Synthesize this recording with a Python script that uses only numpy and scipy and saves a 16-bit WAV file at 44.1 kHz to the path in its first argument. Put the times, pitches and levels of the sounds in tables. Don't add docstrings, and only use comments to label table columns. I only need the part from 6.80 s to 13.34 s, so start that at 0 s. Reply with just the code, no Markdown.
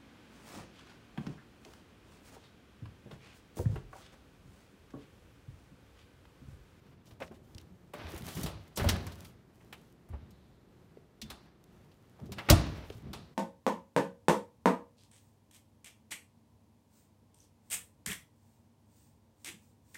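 import sys
import numpy as np
from scipy import signal
from scipy.fft import rfft, irfft
from scipy.io import wavfile

SR = 44100
rng = np.random.default_rng(int(sys.argv[2]) if len(sys.argv) > 2 else 0)


def int16_out(signal):
    q = np.round(np.clip(np.atleast_2d(signal).T, -1, 1) * 32767)
    wavfile.write(sys.argv[1], SR, q.astype(np.int16))


N = 288414


def from_db(db):
    return 10 ** (np.asarray(db) / 20)


def rms_one(x):
    return x / np.sqrt(np.mean(x ** 2) + 1e-20)


def at_hz(points, hz, column=1):
    points = np.array(points)
    return np.interp(np.log(hz), np.log(points[:, 0]), points[:, column])


def band(x, low_hz, high_hz):
    return signal.sosfilt(signal.butter(2, [low_hz, high_hz], "band", fs=SR, output="sos"), x)


def coloured(x, spectrum):
    hz = np.maximum(np.fft.rfftfreq(N, 1 / SR), 1)
    return rms_one(irfft(rfft(x) * from_db(at_hz(spectrum, hz)), N))


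def drift(rate_hz):
    step, settle = 40, 2000
    pole = np.exp(-2 * np.pi * rate_hz * step / SR)
    white = rng.standard_normal(N // step + settle + 2)
    slow = signal.lfilter([1], [1, -2 * pole, pole * pole], white)[settle:]
    return np.interp(np.arange(N) / step, np.arange(len(slow)), rms_one(slow))


def ring(force, hz, t60):
    radius, angle = from_db(-60 / (t60 * SR)), 2 * np.pi * hz / SR
    return signal.lfilter([0, np.sin(angle)], [1, -2 * radius * np.cos(angle), radius ** 2], force + 1e-18)


def refrigerator():
    # (frequency [Hz], rms level [dB])
    hum_tones = [(118.4, -74), (355.3, -78)]
    # (time [s], level [dB])
    fan_levels = [(3.4, -96), (3.55, -79), (3.95, -88), (4.3, -95), (4.6, -91)]
    # (frequency [Hz], relative density [dB])
    air_spectrum = [(15, -41), (25, -2.5), (108, -0.5), (177, 0.5), (288, -6.5), (358, -5.5), (568, -14),
                    (1220, -20.5), (3150, -29.5), (3700, -31), (11000, -40), (15200, -40), (16500, -59)]
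    t = np.arange(N) / SR
    whine_hz, fan_band_hz = 12662, (3200, 4400)
    hum = sum(np.sqrt(2) * from_db(db) * np.sin(2 * np.pi * hz * t) for hz, db in hum_tones)
    whine = from_db(-99 + 3 * drift(0.8)) * np.sin(2 * np.pi * whine_hz * t)
    fan_gain = from_db(np.interp(t, *np.transpose(fan_levels)))
    fan = fan_gain * rms_one(band(rng.standard_normal(N), *fan_band_hz))
    air = from_db(-61 + 1.3 * drift(2.8)) * coloured(rng.standard_normal(N), air_spectrum)
    return air + hum + whine + fan


def rubbing():
    # (start [s], hold [s], rumble [dB], scuff [dB], crackle [dB])
    strokes = [(0.0, 0.12, -64, -68, -79), (0.24, 0.084, -72, -76, -70.5), (0.389, 0.059, -47, -82, -67),
               (0.5, 0.064, -51.5, -92, -74.5), (0.62, .18, -76, -93, -74.5), (0.9, .22, -66, -88, -83),
               (1.13, .19, -59, -50.5, -67), (1.271, 0.16, -51, -64.5, -61.5),
               (1.43, 0.19, -74, -56.5, -51.5), (1.55, .14, -50, -56, -57), (1.78, 0.31, -59.5, -77, -76),
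               (1.968, .16, -30.5, -43.5, -53), (2.169, 0.32, -51.5, -68, -65.5),
               (2.72, 0.39, -70, -81, -76.5), (3.29, 0.19, -55, -69.5, -93), (4.43, 0.086, -50.5, -64, -79),
               (4.5, 0.16, -77, -73, -81), (4.9, 0.52, -72, -75, -80), (5.41, 0.091, -40.5, -74.5, -79),
               (5.56, .13, -48, -53.5, -67.5), (5.74, 0.063, -30.5, -43.5, -59),
               (5.84, 0.17, -44.5, -60.5, -67), (6.03, 0.16, -58, -67, -68),
               (6.22, 0.08, -44.5, -71.5, -89), (6.34, 0.15, -69.5, -73, -82)]
    fade_rates = [
        [137],
        [93],
        [360],
    ]
    # (frequency [Hz], relative density [dB])
    scuff_spectrum = [(150, -25.5), (250, 1.5), (426, 2), (617, 1), (1530, -3.5), (2100, -5.5), (3670, -10),
                      (6000, -19), (7800, -53.5), (13200, -120)]
    # (frequency [Hz], relative density [dB])
    crackle_spectrum = [(1760, -36.5), (3000, 2.5), (3240, -1), (4000, -4.5), (5800, -1), (8470, -4),
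                        (15500, -4.5)]
    swell_s, grains_per_s = 0.025, 900
    gains = np.zeros((3, N))
    for start, hold, *levels_db in strokes:
        i = round(start * SR)
        t = np.arange(min(N - i, SR)) / SR
        swell = np.minimum(t / swell_s, 1)
        gains[:, i:i + len(t)] += swell * from_db(np.c_[levels_db] - fade_rates * np.maximum(t - hold, 0))
    rumble = band(rng.standard_normal(N), 69, 220) * from_db(6.4 * drift(3.2))
    scuff = coloured(rng.standard_normal(N), scuff_spectrum) * from_db(2 * drift(20))
    grain_onsets = rng.random(N) < grains_per_s * from_db(5 * drift(20)) / SR
    grains = grain_onsets * from_db(6.87 * np.minimum(rng.exponential(1, N), 5))
    grainy_noise = rng.standard_normal(N) * (1 + 0.82 * grains)
    crackle = coloured(grainy_noise, crackle_spectrum) * from_db(1.2 * drift(40))
    return gains[0] * rms_one(rumble) + gains[1] * rms_one(scuff) + gains[2] * rms_one(crackle)


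def knocks():
    # (time [s], snap level [dB], snap frequency [Hz],
    # hollow level [dB], hollow frequency [Hz], fizz level [dB], gain to walls and panels [dB])
    hollow_knocks = [ (0.308, -59, 3160, -55, 494, -68, 1), (0.4204, -40.5, 1780, -49, 537, -70, -31),
                     (0.512, -72, 2200, -50, 700, -80, -10), (1.1352, -45.5, 1850, -41, 810, -49.5, 1),
                     (1.376, -51.5, 1840, -55, 565, -43.5, -10), (1.4805, -44.5, 2960, -48.5, 517, -45, 11),
                     (1.55, -55, 4500, -53, 550, -44, -5), (1.6312, -39, 4670, -43, 520, -35.5, -3),
                     (1.66, -40.5, 3200, -37.5, 770, -41.5, 6.5), (1.9723, -34.5, 3750, -36, 593, -32, 1),
                     (1.996, -39, 1940, -34.5, 1270, -46, -10), (2.0416, -44, 2500, -33, 780, -45, 3),
                     (2.088, -23.5, 4100, -31.5, 1510, -27, -2), (2.265, -46.5, 4570, -45, 1305, -50, -12),
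                     (2.3193, -52, 4030, -57, 730, -56, -8), (2.4464, -51, 3330, -59, 1500, -51, -7),
                     (2.9254, -43.5, 2370, -51, 1070, -50, 1), (3.2875, -71, 1650, -62, 766, -62, 7),
                     (3.5056, -64, 4450, -74, 861, -63.5, -4), (4.415, -39, 3770, -60, 760, -45.5, -4),
                     (4.5008, -43, 3520, -43, 1010, -44.5, 3.5), (5.114, -66, 3500, -70, 694, -76, -1),
                     (5.4607, -63.5, 4500, -59, 541, -66.5, -7), (5.5193, -42, 3350, -48, 900, -44.5, 0),
                     (5.5831, -36, 2035, -37.5, 1505, -53, 3.5), (5.687, -27.5, 2070, -28, 1070, -46, 13),
                     (5.6985, -15.5, 4060, -21.5, 1100, -15.5, 0),
                     (6.331, -42, 3400, -43, 1000, -47.5, 7.5)]
    # (time [s], snap level [dB], snap frequency [Hz], fizz level [dB])
    ticks = [(0.4783, -50, 2240, -69), (0.748, -49, 4800, -58), (0.7816, -39.5, 3900, -52),
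             (1.269, -39, 2040, -60), (1.2924, -53, 2170, -58), (1.346, -54, 2680, -45),
             (1.363, -60, 2140, -39.5), (1.4217, -44, 2440, -45), (1.8824, -71, 2010, -59),
             (2.1652, -47, 2000, -43), (4.1724, -60, 1570, -80), (4.84, -62.5, 4040, -56),
             (5.4, -61, 3460, -62), (6.1007, -39, 2400, -65)]
    # (time [s], snap level [dB], snap frequency [Hz], hollow level [dB], fizz level [dB])
    scrapes = [(0.262, -56, 4020, -67, -64), (0.4011, -45, 1860, -35.5, -54), (0.4354, -58, 1900, -68, -54),
               (0.46, -57, 4500, -63, -67), (0.5403, -56.5, 2550, -66, -62),
               (0.7945, -55.5, 2980, -64, -77), (1.958, -47, 4370, -51, -32),
               (2.803, -58.5, 1750, -63, -66), (3.328, -67, 1530, -44, -75.5),
               (5.3874, -66, 1510, -50.5, -70.5), (6.1194, -52, 3580, -65, -60.5)]
    # (t60 [s], rise [s]); tick and scrape also (gain to walls and panels [dB])
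    knock, tick, scrape = (0.081, 0.0014), (0.015, 0.0003, -8.5), (0.093, 0.009, -13.5)
    scrape_hollow_hz, rap_db = 680, -15.5
    events = [(*row, *knock, send_db) for *row, send_db in hollow_knocks]
    events += [(*row, -np.inf, scrape_hollow_hz, fizz_db, *tick) for *row, fizz_db in ticks]
    events += [(*row, scrape_hollow_hz, fizz_db, *scrape) for *row, fizz_db in scrapes]
    direct, to_walls, rap = np.zeros((3, N + SR))
    t = np.arange(SR // 4) / SR
    click = (t == 0) + 1e-18
    for start, snap_db, snap_hz, hollow_db, hollow_hz, fizz_db, t60, rise, send_db in events:
        i = round(start * SR)
        fizz_top_hz = min(85 / rise, 18000)
        # (level [dB], low edge [Hz], high edge [Hz], t60 [s], polarity that joins adjacent bands)
        bands = [(snap_db, snap_hz / 1.605, snap_hz * 1.5, t60, 1),
                 (hollow_db, hollow_hz / 2.46, hollow_hz * 1.38, 1.5 * t60, -1),
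                 (fizz_db, 5000, fizz_top_hz, 0.7 * t60, -1)]
        for level_db, low, high, band_t60, polarity in bands:
            envelope = from_db(level_db - 60 * t / band_t60) * (1 - np.exp(-t / rise))
            direct[i:i + len(t)] += rms_one(band(rng.standard_normal(len(t)), low, high)) * envelope
            wall_click = rms_one(band(click, low, high)) * np.sqrt(np.mean(envelope ** 2))
            to_walls[i:i + len(t)] += polarity * wall_click * from_db(send_db)
        rap[i] += from_db(hollow_db + send_db + rap_db)
    return direct[:N], to_walls[:N], rap[:N]


def panels(force):
    # (frequency [Hz], gain [dB], t60 [s])
    modes = [(64, -20, 0.6), (88.8, -7.5, 0.38), (108, -11.5, 0.25), (158.9, -16, 0.36), (240, -5.5, 0.19),
             (292, -13.5, 0.41), (323, -4, 0.16), (453.5, -23, 0.28), (537, -17.5, 0.23), (590, -20.5, .25),
             (693, -25, .2), (770, -9, .2), (886, -26.5, .2), (1014, -22, 0.19), (1310, -34.5, .15)]
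    return sum(from_db(db) * ring(force, hz, t60) for hz, db, t60 in modes)


def thuds():
    # (time [s], level [dB], frequency [Hz], t60 [s])
    blows = [(0.32, -43, 108, 0.097), (0.406, -44, 294, 0.1), (0.505, -50, 226, 0.17),
             (0.751, -35, 102, 0.082), (0.905, -45, 183.4, 0.22), (1.188, -42, 107, 0.22),
             (1.244, -36, 78, 0.21), (1.342, -35, 69, 0.12), (1.64, -23.5, 161.5, 0.077),
             (1.657, -37, 63, 0.12), (1.752, -38.5, 101.2, 0.28), (1.977, -29, 206, 0.1),
             (2.016, -19.5, 100.4, 0.11), (2.045, -27.5, 226, 0.16), (2.059, -12.5, 90.3, 0.089),
             (2.101, -22, 85, 0.15), (2.269, -33, 96, 0.054), (3.3, -36, 92.4, 0.34),
             (3.335, -29, 71.5, 0.15), (3.42, -41, 92, 0.1), (4.426, -38, 216, 0.18),
             (4.445, -37, 127, 0.084), (4.507, -48.5, 64, 0.18), (5.51, -34, 199, 0.13),
             (5.704, -3.5, 122.4, 0.07), (5.722, -5.5, 90.7, 0.12), (6.098, -44.5, 92.6, 0.1),
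             (6.149, -36.5, 109, .15), (6.29, -37, 200.5, .14)]
    # (time [s], level [dB], frequency [Hz], t60 before a 0.02 s floor [s])
    taps = [(0.408, -36, 620, 0.082), (0.418, -30, 526, 0.039), (0.511, -41.5, 368, 0.066),
            (1.138, -40.5, 590, 0.14), (1.337, -35.5, 337, 0.062), (1.664, -42, 590, 0.093),
            (1.997, -26, 390, .059), (2.041, -28, 573, .12), (4.172, -37.5, 427, 0.017),
            (5.493, -39, 386, 0.056), (5.705, -13.5, 589, 0.061), (5.707, -11, 316, 0.049),
            (5.727, -19, 678, 0.05), (6.103, -29, 430, 0.017)]
    thud_rise_s, tap_rise_share, push_db = 0.008, 0.013, -4.5
    sound, push = np.zeros((2, N + SR))
    t = np.arange(SR // 2) / SR
    swings = [(*row, thud_rise_s) for row in blows]
    swings += [(*row, max(t60, 0.02), max(tap_rise_share * t60, 0.0005)) for *row, t60 in taps]
    for start, level_db, hz, t60, rise in swings:
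        i = round(start * SR)
        envelope = from_db(level_db - 60 * t / t60) * (1 - np.exp(-t / rise))
        sound[i:i + len(t)] += envelope * np.sin(2 * np.pi * hz * t)
    contact = t * np.exp(-8 * t / thud_rise_s)
    for start, level_db, _, _ in blows:
        i = round(start * SR)
        push[i:i + len(t)] += from_db(level_db + push_db) * contact / contact.sum()
    return sound[:N], push[:N]


def shelf():
    # (frequency [Hz], gain [dB], t60 [s])
    modes = [(3480, 0, .16), (3640, -2, .12), (4200, -3, .1), (4650, -6, .07)]
    # (time [s], level [dB])
    hits = [(4.416, -50), (4.503, -53), (6.333, -53)]
    times, hit_db = np.transpose(hits)
    scatter_db = 1.1 * rng.standard_normal((len(hits), len(modes)))
    sound = np.zeros(N)
    for (hz, mode_db, t60), offset_db in zip(modes, scatter_db.T):
        force = np.zeros(N)
        force[(times * SR).astype(int)] = from_db(hit_db + mode_db + offset_db)
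        sound += ring(force, hz, t60)
    return sound


def kitchen(x):
    # (frequency [Hz], t60 [s], relative level [dB])
    decay = [(60, 0.83, -4.5), (250, 0.6, 0), (1000, 0.46, -0.5), (2500, 0.29, -2), (3890, 0.5, 1),
             (5500, 0.55, -9.5), (7500, 0.28, 5), (11000, 0.19, 2), (16000, 0.18, 3)]
    build_up_s = 0.016
    t = np.arange(SR) / SR
    edges_hz = 40 * 2 ** np.arange(0, 9, 0.5)
    white, echoes = rng.standard_normal((2, SR)), np.zeros(SR)
    for k, (low, high) in enumerate(zip(edges_hz, edges_hz[1:])):
        centre_hz = np.sqrt(low * high)
        t60, level_db = at_hz(decay, centre_hz), at_hz(decay, centre_hz, column=2)
        echoes += band(white[k % 2], low, high) * from_db(level_db - 60 * t / t60)
    _, top_t60, top_db = decay[-1]
    echoes += band(white[0], edges_hz[-1], 22000) * from_db(top_db - 60 * t / top_t60)
    echoes *= np.minimum(t / build_up_s, 1)
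    return signal.fftconvolve(x, echoes / np.sqrt(np.sum(echoes ** 2)))[:N]


def scene():
    knock, to_walls, rap = knocks()
    thud, push = thuds()
    friction = rubbing()
    background = refrigerator()
    body = thud + panels(push + rap) + friction + shelf()
    reverberation = from_db(-13.5) * kitchen(to_walls + body)
    return (knock + body + reverberation + background)[None]


def record(dry):
    bass_hz, stop_hz = 42, 16400
    thin = signal.sosfilt(signal.butter(4, bass_hz, "high", fs=SR, output="sos"), dry)
    return signal.sosfilt(signal.cheby2(14, 60, stop_hz, fs=SR, output="sos"), thin)


dry = scene()
out = record(dry)
int16_out(out)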